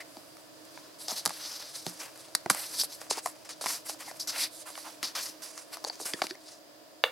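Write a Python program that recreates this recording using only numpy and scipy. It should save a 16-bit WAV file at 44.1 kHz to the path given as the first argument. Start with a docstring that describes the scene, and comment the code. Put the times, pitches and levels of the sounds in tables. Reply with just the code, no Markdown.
"""A small workshop's fan hums while gloved fingers, close by, rub and pry the pull-ring plug of a plastic oil bottle.
Air and hum are filtered noise; the gloves are uneven noise grains shaped by strokes, with resonant noise bursts.
Snaps are noise cracks, pings and ringing cap modes; thuds are slow bottle modes, and air gulps are gliding sines.
At the end the plug clacks on the bench and bounces: decaying modes, chatter and dust with a wetter room tail."""
import sys
import numpy as np
from scipy import signal
from scipy.fft import rfft, irfft
from scipy.io import wavfile
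from scipy.ndimage import uniform_filter1d

SR = 44100
rng = np.random.default_rng(int(sys.argv[2]) if len(sys.argv) > 2 else 0)


def transcribe(u):
    """Save the signal u as a 16-bit wav file named by the first command-line argument.

    u: samples, shape (n,) or (channels, n), limited to [-1, 1]; the rate is SR.
    q: integer samples, one column per channel.
    """
    v = np.clip(np.atleast_2d(u).T, -1, 1)
    q = np.round(v * 32767).astype(np.int16)
    wavfile.write(sys.argv[1], SR, q)


N = 313551
HZ = np.maximum(np.fft.rfftfreq(N, 1 / SR), 1)
HANDS_PAN_DB, BOTTLE_PAN_DB = 2.5, -1.5  # left minus right
BUSY_S = (1.0, 6.35)  # between these times the gloves never lie still


def undb(db):
    """Turn decibels into an amplitude factor."""
    return 10 ** (np.asarray(db) / 20)


def level(x, db):
    """Scale a sound to an RMS level in dB."""
    return x * undb(db) / np.sqrt(np.mean(x ** 2))


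def along(table):
    """Read a (frequency [Hz], value) table at every frequency, straight between points on a log axis."""
    hz, value = np.transpose(table)
    return np.interp(np.log(HZ), np.log(hz), value)


def shape(x, gain):
    """Filter a full-length sound by a gain at every frequency."""
    return irfft(rfft(x) * gain, N)


def walk(rate):
    """Random levels held 1 / rate s and slewed twice; spread near 1."""
    hold = int(SR / rate)
    steps = np.repeat(rng.standard_normal(N // hold + 1), hold)
    return 1.4 * uniform_filter1d(uniform_filter1d(steps, hold), hold)[:N]


def fade(t, t60):
    """Exponential decay that loses 60 dB in t60 seconds."""
    return np.exp(-np.log(1000) * t / t60)


def resonance(hz, width_hz):
    """Gain of a single resonant hump, 1 at its centre."""
    return 1 / (1 + (2 * (HZ - hz) / width_hz) ** 2)


def bandpass(x, hz, width_hz):
    """Keep one band of a short sound."""
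    edges = [hz - width_hz / 2, hz + width_hz / 2]
    return signal.sosfilt(signal.butter(2, edges, "band", fs=SR, output="sos"), x)


def small(x, hz):
    """Small things move little air below hz."""
    return signal.sosfilt(signal.butter(4, hz, "high", fs=SR, output="sos"), x)


def add(out, s, y, pan_db):
    """Mix a short sound in at time s, panned by left minus right dB."""
    i = int(s * SR)
    y = y[:N - i]
    out[:, i:i + len(y)] += y * undb(np.array([[pan_db], [-pan_db]]) / 2)


# Spectrum of the workshop air: (frequency [Hz], relative level per hertz [dB])
AIR_COLOUR = [(12, -60), (25, -36), (68, -27), (107, -17), (248, -14), (310, 1), (357, -11.5), (590, -8),
              (849, -22.5), (923, -9.5), (1190, -14), (1760, -17), (2080, -19.5), (4180, -18),
              (16000, -27.5)]
# Resonances heard in the background: fan hum, and a hump near 4.9 kHz from the microphone:
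# (centre [Hz], width [Hz], RMS level [dB])
BACKGROUND_HUMPS = [(312, 7, -66), (311, 35, -66), (625.5, 188, -58.5), (1722, 73, -73.5),
                    (4890, 480, -67.5)]
# Left-right likeness of the background: (frequency [Hz], likeness [0-1])
LIKENESS = [(100, 0.04), (300, 0.17), (640, 0.48), (1400, 0), (4000, 0.1), (15000, 0)]
AIR_DB = -54.5  # before the gentle wavering
RUMBLE_HZ, RUMBLE_WIDTH_HZ, RUMBLE_DB = 135, 70, -73
RUMBLE_STOPS_S, RUMBLE_FADE_S = 4.8, .2


def shop():
    """Wavering air and electronics hiss, resonant humps and a low rumble that dies away, partly alike in stereo."""
    alike = np.clip(along(LIKENESS), 0, 1)

    def pair(gain):
        mid = shape(rng.standard_normal(N), gain * np.sqrt(1 + alike))
        side = shape(rng.standard_normal(N), gain * np.sqrt(1 - alike))
        return np.array([mid + side, mid - side])

    air = level(pair(undb(along(AIR_COLOUR))), AIR_DB) * undb(1.34 * walk(3.318))
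    rumble = level(pair(resonance(RUMBLE_HZ, RUMBLE_WIDTH_HZ)), RUMBLE_DB)
    rumble_fade = np.clip((RUMBLE_STOPS_S - np.arange(N) / SR) / RUMBLE_FADE_S, 0, 1)
    humps = sum(level(pair(resonance(hz, width)), db) for hz, width, db in BACKGROUND_HUMPS)
    return air + rumble * rumble_fade + humps


# Strokes of glove on plastic: (start [s], swell [s], fade to lose 29 dB [s], hiss level [dB],
# finest grain against the hiss [dB], shaken cap against the hiss [dB])
STROKES = [(0.0, 0.006, 0.04, -53, -2, 3), (.02, 0.075, 1.08, -63.5, 2, -3.5),
           (.55, 0.234, 0.4, -59.5, -3.5, -6), (.975, .05, .11, -47, 1, -10),
           (1.072, 0.0157, 0.1867, -40.5, -2, -8.5), (1.14, 0.0405, 0.048, -36, -4.5, -15.5),
           (1.25, 0.0644, .2, -46, -2, -2), (1.27, 0.202, .5, -43.5, -4, -8),
           (1.72, 0.0387, .1, -42.5, -3, -17), (1.82, 0.0445, 0.1636, -46, -4, -5.5),
           (1.885, .01, .03, -48, 3, -10), (1.93, .075, 0.1276, -46, -3, 1),
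           (2.1, 0.101, 0.17, -55.5, -0.5, -2), (2.345, 0.0118, 0.0039, -45.5, 3, -14.5),
           (2.497, 0.0076, 0.0582, -32.5, 1.5, -10), (2.51, 0.082, 0.19, -41, 2, -2),
           (2.69, 0.051, 0.1489, -40.5, -0.5, -8.5), (2.765, 0.0402, 0.05, -32, 2.5, -23),
           (2.81, 0.0347, 0.02, -43, 8.5, -7.5), (2.87, 0.065, 0.0728, -47.5, .5, -12),
           (2.98, 0.0397, 0.11, -54.5, 1, -0.5), (3.095, 0.0128, 0.0512, -34, 2, -9.5),
           (3.11, .016, .016, -39, 2, -6), (3.13, .058, .022, -41, 1, 3),
           (3.21, 0.0278, 0.0739, -50, 4, -11), (3.25, 0.01, 0.08, -43, -1, -3),
           (3.447, 0.002, .04, -49, -4, -4), (3.489, 0.003, 0.06, -41, -4, -6),
           (3.609, 0.003, 0.19, -42, 0, -2), (3.63, 0.085, .1, -35, -1.5, -7.5),
           (3.84, 0.0269, 0.05, -48, 4, -3), (3.875, 0.0194, .06, -37, -2, -10),
           (3.98, 0.0266, 0.11, -49, -1.5, -1), (4.04, 0.0496, 0.05, -47, 0, -3.5),
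           (4.11, .06, .05, -55, 2, -8), (4.193, 0.0071, .07, -39, -3, -32),
           (4.2722, .0015, .075, -33, -4.5, -10), (4.29, 0.0667, 0.1377, -42.5, -3, 0.5),
           (4.34, 0.0791, .072, -31, -3, -16), (4.5, 0.0427, 0.1137, -53, 3.5, -9),
           (4.56, 0.0588, .025, -46.5, -0.5, -11), (4.65, 0.018, 0.0962, -51.5, 4, 2),
           (4.71, 0.0722, 0.13, -48, -1.5, -7), (4.83, 0.0452, 0.1178, -49.5, -2.5, 0),
           (5.027, 0.004, 0.105, -35, -6, -4), (5.149, 0.004, 0.2, -38.5, -5, -1),
           (5.16, .072, 0.11, -38, -1.5, -14), (5.417, .004, .2, -47, 0, -6),
           (5.52, 0.0666, 0.082, -48, 0, -7), (5.71, 0.0341, 0.03, -41, -3, -5.5),
           (5.845, 0.042, 0.006, -37.5, -5.5, -10.5), (5.905, 0.0398, 0.03, -50.5, -5, -4),
           (5.985, 0.0213, 0.2063, -46, 0, -19), (6.045, 0.0173, .13, -40.5, 3, -3),
           (6.16, 0.032, 0.0378, -50, 3, 0), (6.2, 0.0416, 0.0371, -41.5, -4.5, -5),
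           (6.27, 0.0295, 0.0532, -50, -9, -19.5), (6.36, 0.146, 0.1131, -51.5, -3.5, -10.5)]
SWELL_POWER, FADE_POWER = 1.337, 1.28  # how bowed the swell and the fade are
FADE_DB, LIFT_DB = 20, 9  # the finger lifts as the fade runs out and the stroke stops short
FIDGET_DB = (-63, -66, -65)  # restless gloves between strokes: hiss, finest grain, shaken cap


def pressure():
    """Gains of hiss, finest grain and shaken cap: each stroke swells, then fades ever faster."""
    t = np.arange(N) / SR
    power = np.outer(undb(FIDGET_DB) ** 2, (t > BUSY_S[0]) & (t < BUSY_S[1]))
    for s, swell, fall, db, fine_db, shake_db in STROKES:
        up = np.clip((t - s) / swell, 0, 1) ** SWELL_POWER
        gone = np.clip((t - s - swell) / fall, 0, 3)
        down = undb(-FADE_DB * gone ** FADE_POWER - LIFT_DB * gone ** 6)
        power = power + np.outer(undb([db, db + fine_db, db + shake_db]), up * down) ** 2
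    return np.sqrt(power)


WANDER = 0.09  # share by which the pitch of the rub strays either way with the patch of skin in contact


def slips(colour, gain, patchy_db, grip):
    """Tiny slips of rubber: uneven noise grains drifting between a lower and a higher copy of their colour."""
    grain_db = 2.0 * np.minimum(rng.exponential(size=N), 6.0)
    grains = rng.standard_normal(N) * undb(grain_db + 1.5 * grip + patchy_db * walk(70))

    def pitched(factor):
        return level(shape(grains, undb(along(np.array(colour) * [factor, 1]))), 0)

    low, high = pitched(1 - WANDER), pitched(1 + WANDER)
    mix = np.pi / 4 * (1 + np.tanh(walk(9)))
    return level(low * np.cos(mix) + high * np.sin(mix), 0) * gain


# Spectrum of rubber hissing over plastic: (frequency [Hz], relative level per hertz [dB])
HISS_COLOUR = [(2800, -15), (3600, -2.5), (4300, 2.5), (4950, 4.5), (5700, 2.5), (7000, -2.5),
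               (8500, -27.5)]
# Spectrum of the finest grain: (frequency [Hz], relative level per hertz [dB])
SHEEN_COLOUR = [(5500, -31), (7000, -2.5), (8500, -2), (10500, -1), (13000, -10.5), (15000, -40.5)]
# Spectrum of the cap shaken by the slips: (frequency [Hz], relative level per hertz [dB])
SHAKE_COLOUR = [(250, -54), (500, -4), (730, -0.5), (1200, 0), (2100, -1.5), (3100, -2.5), (4200, -17)]
# The hand has let go and the glove rustles to the right, wider: (start [s], end [s])
ASIDE = [(4.5, 5.0), (5.34, 5.7)]
ASIDE_PAN_DB, ASIDE_WIDE_DB = -2, 5


def rub():
    """Countless tiny slips of rubber, uneven and patchy, heard as hiss and through the shaken cap."""
    hiss, fine, shake = pressure()
    grip = walk(120)  # the whole contact catches and lets go
    sound = slips(HISS_COLOUR, hiss, 1.7, grip)
    sound = sound + slips(SHEEN_COLOUR, fine, 0.5, grip)
    sound = sound + slips(SHAKE_COLOUR, shake, 2.25, grip)
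    # the finest grain comes from all over both gloves, so it is wider
    wide = slips(SHEEN_COLOUR, fine * undb(-8.5), 0.72, grip) * np.array([[1], [-1]])
    t = np.arange(N) / SR
    aside = uniform_filter1d(sum(1. * (t > a) * (t < b) for a, b in ASIDE), size=900)
    pan_db = HANDS_PAN_DB + (ASIDE_PAN_DB - HANDS_PAN_DB) * aside
    return (sound + wide * undb(ASIDE_WIDE_DB * aside)) * undb([pan_db / 2, -pan_db / 2])


# Bursts of noise coloured by one resonance: hollow or squeaky drags, bright hiss, cracks and a ringing tone:
# (start [s], length [s], centre [Hz], width [Hz], RMS level before its swell and fade [dB])
COLOURED_BURSTS = [(0.0, .028, 2000, 600, -43), (1.0805, .008, 5400, 1400, -33),
                   (1.103, .018, 6000, 1400, -36), (5.858, .034, 650, 350, -44),
                   (1.33, .3, 5700, 1300, -49), (1.082, .066, 775, 250, -41), (2.775, .065, 5200, 900, -33),
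                   (4.072, .039, 1950, 450, -48), (4.064, .035, 900, 300, -48),
                   (4.193, .045, 5000, 1300, -37), (4.655, .05, 1150, 500, -46),
                   (4.84, .065, 1050, 500, -45), (4.32, .17, 2200, 900, -42), (6.135, .022, 1750, 150, -45),
                   (6.185, .016, 1400, 700, -48), (6.345, .02, 1950, 370, -52)]


def coloured_bursts():
    """Uneven noise through one resonance, swelling and fading: drags, bright hiss, cracks and a ringing tone."""
    out = np.zeros((2, N))
    for s, length, hz, width_hz, db in COLOURED_BURSTS:
        n = int(length * SR)
        uneven = rng.standard_normal(n) * undb(2.9 * walk(250)[:n])
        coloured = level(bandpass(uneven, hz, width_hz), db)
        add(out, s, coloured * np.sin(np.pi * np.arange(n) / n), HANDS_PAN_DB)
    return out


ROOM_T60_S, ROOM_DB = 0.243, -16


def room(x, db, alike):
    """Decaying noise tails to each side, sharing a part set by alike, treble dying sooner, after a short gap."""
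    t = np.arange(SR // 2) / SR
    noise = rng.standard_normal((2, len(t)))
    noise = noise + alike * rng.standard_normal(len(t))
    dull = uniform_filter1d(noise, size=7, axis=1)
    tail = dull * fade(t, ROOM_T60_S) + (noise - dull) * fade(t, 0.72 * ROOM_T60_S)
    tail = tail * (t > .004)
    tail = tail / np.sqrt(np.sum(tail ** 2) / 2)
    return signal.fftconvolve(x.mean(0)[None], tail, axes=1)[:, :N] * undb(db)


BENCH_T60_S, BENCH_DB = .006, -16.5


def bench(x):
    """The first reflections off bottle and bench reach the two sides in opposite polarity."""
    t = np.arange(SR // 100) / SR
    echo = level(rng.standard_normal(len(t)) * fade(t, BENCH_T60_S), BENCH_DB) / np.sqrt(len(t))
    return signal.fftconvolve(x.mean(0), echo)[:N] * np.array([[1], [-1]])


def ring(modes, share_db, detune, sense, t):
    """One blow on a set of modes, peak 1, each with its own sense of swing and shift of share and pitch."""
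    hz, db, t60 = np.array(modes).T[:, :, None]
    swing = np.sin(2 * np.pi * hz * (1 + detune[:, None]) * t)
    gain = sense[:, None] * undb(db + share_db[:, None])
    y = np.sum(gain * fade(t, t60) * swing, axis=0)
    return y / np.abs(y).max()


def struck(modes, hz, chance, t, focus_db):
    """The spot that is struck favours the modes near hz, by focus_db an octave; grip shifts each a little."""
    near_db = -focus_db * np.abs(np.log2(np.array(modes)[:, 0] / hz))
    return ring(modes, near_db + 2 * chance[0], chance[1] / 20, np.sign(chance[2]), t)


TICKS_PER_S, TICK_DB, TICK_SPREAD_DB = 4, -46, 3.5  # spread either way


def ticks():
    """Small ticks that fall by chance while the hands are busy, as rows like those of the snaps."""
    start, span = BUSY_S[0], BUSY_S[1] - BUSY_S[0]
    chance = rng.random((int(TICKS_PER_S * span), 5))
    size_db = TICK_DB + TICK_SPREAD_DB * (2 * chance - 1)
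    return [(start + span * c[0], db[1], -10 * c[2], db[3], 700 * 2 ** c[4])
            for c, db in zip(chance, size_db)]


# Snaps and knocks: (time [s], crack level [dB], sharpness as finest grain against the crack [dB],
# cap ring level [dB], ring centre [Hz])
SNAPS = [(0.1693, -33, -12, -34, 790), (0.3691, -43, 0, -41, 1400), (0.652, -45, 3, -50, 3000),
         (0.7755, -39, -12, -31.5, 1700), (1.0826, -21.5, -4.5, -29, 737), (1.099, -36, 0, -35, 760),
         (1.1084, -23, -5.5, -38, 810.0), (1.1175, -33.5, 4, -30, 780.0), (1.2533, -19.5, 3.5, -26, 1110.0),
         (1.2597, -13, 2, -20, 1087), (1.265, -25, 4.0, -20.5, 1040.0), (1.2759, -23.5, 1, -27.5, 1100.0),
         (1.2938, -25, 2, -28.5, 1150.0), (1.306, -33.5, -5.5, -28.5, 1120.0),
         (1.601, -47, -7, -36.5, 1030), (1.8655, -16.5, -11.5, -26.5, 680), (2.176, -44, 4, -55, 2000),
         (2.285, -42, -6, -42, 900), (2.3508, -10, 0, -16, 1574), (2.3535, -22, 3, -30, 800),
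         (2.4605, -32, -7, -22, 560), (2.4985, -28, 6, -30, 1500), (2.4998, -17, 8.5, -13, 1900),
         (2.5014, -18, 4.5, -8, 1400), (2.5055, -22, 2, -19.5, 900), (2.51, -24, 2, -24, 1900),
         (2.5474, -32, 10, -27, 1260), (2.8142, -18.5, -14, -50, 1130), (2.8356, -36, 14, -27, 880),
         (3.0153, -32.5, 0, -34, 1270.0), (3.1103, -18.0, -5, -18.5, 780.0), (3.172, -31, 0.5, -33, 800.0),
         (3.18, -27, -12.5, -26, 760.0), (3.2597, -20, -3, -18.5, 950), (3.2724, -32.5, 2.5, -27.5, 780.0),
         (3.6124, -31.5, 2, -28.5, 674), (3.641, -39, -4.0, -24.5, 875), (3.6601, -24, 1, -19, 1000),
         (3.6662, -35.5, 1, -21, 2000), (3.8964, -23.5, -2.5, -24, 726), (4.1127, -30.5, -17, -30.5, 716),
         (4.1999, -23, -16.5, -47.5, 830.0), (4.2052, -25, -13.5, -55.5, 1200.0),
         (4.7032, -35.0, -3.5, -34.5, 820.0), (4.7542, -33, -12, -30, 3000), (4.7769, -32, -7.5, -33, 1000),
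         (5.029, -22, -3, -26, 1860.0), (5.5775, -32.5, -4.5, -32, 1200),
         (5.7704, -34.5, -2.0, -32.5, 1080), (5.8419, -26, -7.5, -31, 746), (5.8477, -14.5, -19, -23, 718),
         (5.8983, -19.5, -32.5, -33, 600), (5.9554, -32.5, -10, -54, 2320.0),
         (6.0005, -39, -5.0, -32, 599.8), (6.0132, -32.5, -6.0, -34, 620.0),
         (6.0547, -28.5, -7.0, -34.0, 1330.0), (6.1361, -15.5, -19, -17, 3500),
         (6.2185, -16, -23.5, -14.5, 800), (6.2195, -27, -10, -17, 3000), (6.2235, -28, -6, -26, 1700),
         (6.2407, -27.5, -6, -25, 1000), (6.268, -24.5, -4, -27, 3300), (6.3091, -23, -18, -29, 1900),
         (6.3532, -38, -10, -41, 600.0)]
# Modes of the cap before small chance shifts: (frequency [Hz], relative level [dB], t60 [s])
CAP_MODES = [(500, -8, .016), (640, 0, .018), (780, 0, .02), (950, 0, .015), (1150, 0, .015),
             (1400, 0, .012), (1750, 0, .014), (2050, 1, .011), (2450, 1, .01), (2900, 0, .009),
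             (3600, 0, .009), (4300, -2, .008)]
SPIKE_T60_S, CRACK_T60_S, CRACK_TAIL = .0035, 0.016, .4  # opening spike, slower tail and its share
# the duller a crack, the more the pull-ring pings; all ping at this sharpness
PING_HZ, PING_T60_S, ALL_PING_DB = 4560, 0.012, -35.5


def snaps():
    """Each snap is a crack of bright noise or pull-ring ping, plus the ring of the cap."""
    out, t = np.zeros((2, N)), np.arange(SR // 10) / SR
    coarse, fine = (level(shape(rng.standard_normal(N), undb(along(colour))), 0)
                    for colour in (HISS_COLOUR, SHEEN_COLOUR))
    rows = SNAPS + ticks()
    chance = rng.standard_normal((len(rows), 4, len(CAP_MODES)))
    burst = fade(t, SPIKE_T60_S) + CRACK_TAIL * fade(t, CRACK_T60_S)
    burst = burst * np.minimum(t / .0001, 1)
    ping_shape = fade(t, PING_T60_S) * np.minimum(t / 0.000473, 1)
    for (s, crack_db, fine_db, cap_db, cap_hz), c in zip(rows, chance):
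        i = int(s * SR)
        low, high = coarse[i:i + len(t)] * burst, fine[i:i + len(t)] * burst
        low, high = low / np.abs(low).max(), high / np.abs(high).max()
        share = np.clip(fine_db / ALL_PING_DB, 0, 1)
        ping = np.sin(2 * np.pi * PING_HZ * (1 + 0.02 * c[3, 1]) * t) * ping_shape
        crack = (1 - share) * low + share * ping + undb(fine_db) * high
        cap = struck(CAP_MODES, cap_hz, c, t, focus_db=10.0)
        add(out, s, undb(crack_db) * crack + undb(cap_db) * cap, HANDS_PAN_DB + .8 * c[3, 0])
    return out


# Knocks on the bottle wall: (time [s], level [dB], ring centre [Hz],
# share of the free ring time that the grip leaves [0-1])
THUDS = [(0.171, -41, 300, .8), (1.121, -39, 200, .6), (1.2555, -42, 179, .8), (1.2654, -38.5, 150, .8),
         (1.8653, -29, 150, .9), (2.3524, -40, 230, .4), (2.4607, -25, 340, .55), (2.5025, -30, 420, .4),
         (2.503, -30, 130, .5), (3.0145, -40.5, 448, .8), (3.11, -32, 320, .7), (3.1725, -35.5, 480, .8),
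         (3.256, -40.5, 480, .8), (3.6596, -37, 240, .7), (5.03, -40, 350, .8), (5.842, -37, 441, .8),
         (6.0002, -41, 480, .6), (6.0132, -38.5, 380, .8), (6.0553, -40, 260, .6), (6.14, -28, 350, .45),
         (6.2188, -24, 400, .4), (6.241, -34, 330, .5)]
# Modes of the free bottle before small chance shifts: (frequency [Hz], relative level [dB], t60 [s])
BOTTLE_MODES = [(125.7, -11.5, 0.105), (174.1, -5, 0.177), (241, 8, 0.058), (348.4, 12.5, 0.0538),
                (463.2, 8.5, 0.0634)]


def thuds():
    """The wall of the bottle answers a push slowly, so its low ring starts soft."""
    out, t = np.zeros((2, N)), np.arange(SR // 6) / SR
    chance = rng.standard_normal((len(THUDS), 3, len(BOTTLE_MODES)))
    for (s, db, hz, free), c in zip(THUDS, chance):
        held = np.array(BOTTLE_MODES) * [1, 1, np.clip(free, .1, 2)]
        wall = struck(held, hz, c, t, focus_db=12.0) * (1 - np.exp(-t / 0.0012))
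        add(out, s, undb(db) * wall, BOTTLE_PAN_DB)
    return out


# Air gulps into the neck as the plug loosens:
# (time [s], first pitch [Hz], last pitch [Hz], t60 [s], level before its swell and decay [dB])
GULPS = [(6.184, 350, 320, .07, -42), (6.308, 310, 410, .075, -30)]
GULP_SWELL_S, GULP_GLIDE_S = .004, .015  # time constants


def gulps():
    """Air in the neck sounds as a soft-starting sine that glides in pitch and dies away."""
    out, t = np.zeros((2, N)), np.arange(SR // 6) / SR
    for s, first_hz, last_hz, t60, db in GULPS:
        hz = last_hz + (first_hz - last_hz) * np.exp(-t / GULP_GLIDE_S)
        tone = np.sin(2 * np.pi * np.cumsum(hz) / SR)
        gulp = tone * fade(t, t60) * (1 - np.exp(-t / GULP_SWELL_S))
        add(out, s, undb(db) * gulp, BOTTLE_PAN_DB)
    return out


# The plug lands on the bench and bounces: (time [s], level [dB], left minus right [dB])
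DROP_HITS = [(7.0388, -2, 0.3), (7.0515, -25, 0.3), (7.079, -30, 0.3)]
# Modes of the plug: (frequency [Hz], relative level [dB], t60 [s])
PLUG_MODES = [(480, -6, .018), (890, -15, .012), (1200, -15, .012), (1510, -8, .012), (1765, -4, .013),
              (2250, -4, .009), (2780, 2, .012), (3445, 0, .009), (4020, -7, .008), (4690, -11, .015),
              (6680, -17, .008), (10300, -8, .01)]
SWING_HZ = (600, 3800)  # modes outside this range swing the other way
DROP_ROOM_DB = -11.5


def drop():
    """The plug's modes clack on the bench and chatter for a moment, wetter than the hands."""
    out, t = np.zeros((2, N)), np.arange(SR // 8) / SR
    chatter = 0.035 * rng.standard_normal(len(t)) * fade(t, 0.03)
    chatter[0] = 1
    plug_hz = np.array(PLUG_MODES)[:, 0]
    sense = -np.sign(np.prod(np.subtract.outer(plug_hz, SWING_HZ), axis=1))
    unshifted = np.zeros(len(PLUG_MODES))
    blow = ring(PLUG_MODES, unshifted, unshifted, sense, t)
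    clack = signal.fftconvolve(blow, chatter)[:len(t)]
    clack = np.convolve(clack, np.hanning(8) / 3)[:len(t)]  # the contact lasts a moment, which dulls the top
    dust = 0.008 * rng.standard_normal(len(t)) * fade(t, 0.25)
    for s, db, pan_db in DROP_HITS:
        add(out, s, undb(db) * (clack + dust), pan_db)
    return out + room(out, DROP_ROOM_DB, alike=1.5)


def scene():
    """Hands with their reflections and room, the dropped plug, and the workshop behind."""
    hands = small(rub() + coloured_bursts(), hz=191.6) + small(snaps(), hz=385)
    hands = hands + small(thuds() + gulps(), hz=94.2)
    plug = small(drop(), hz=362)
    return hands + room(hands, ROOM_DB, alike=0) + plug + bench(hands) + shop()


# Gain of the right microphone port over the left: (frequency [Hz], right minus left [dB])
RIGHT_OVER_LEFT = [(30, 3), (70, 8), (120, 11.5), (220, 2.5), (700, 1.5), (8000, -0.5), (15000, 8.5)]
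PORT_HZ, PORT_WIDTH_HZ, PORT_GAIN = 4850, 600, 0.25  # resonance of the ports; gain is added to 1
TOP_HZ = 15900


def record(dry):
    """The microphone ports resonate faintly near 5 kHz and differ in tone; the top is cut steeply."""
    tilt = undb(along(RIGHT_OVER_LEFT) / 2)
    port = 1 + PORT_GAIN / (1 + 2j * (HZ - PORT_HZ) / PORT_WIDTH_HZ)
    ports = np.array([shape(dry[0], port / tilt), shape(dry[1], port * tilt)])
    return signal.sosfilt(signal.ellip(10, .2, 70, TOP_HZ, fs=SR, output="sos"), ports)


dry = scene()
out = record(dry)
transcribe(out)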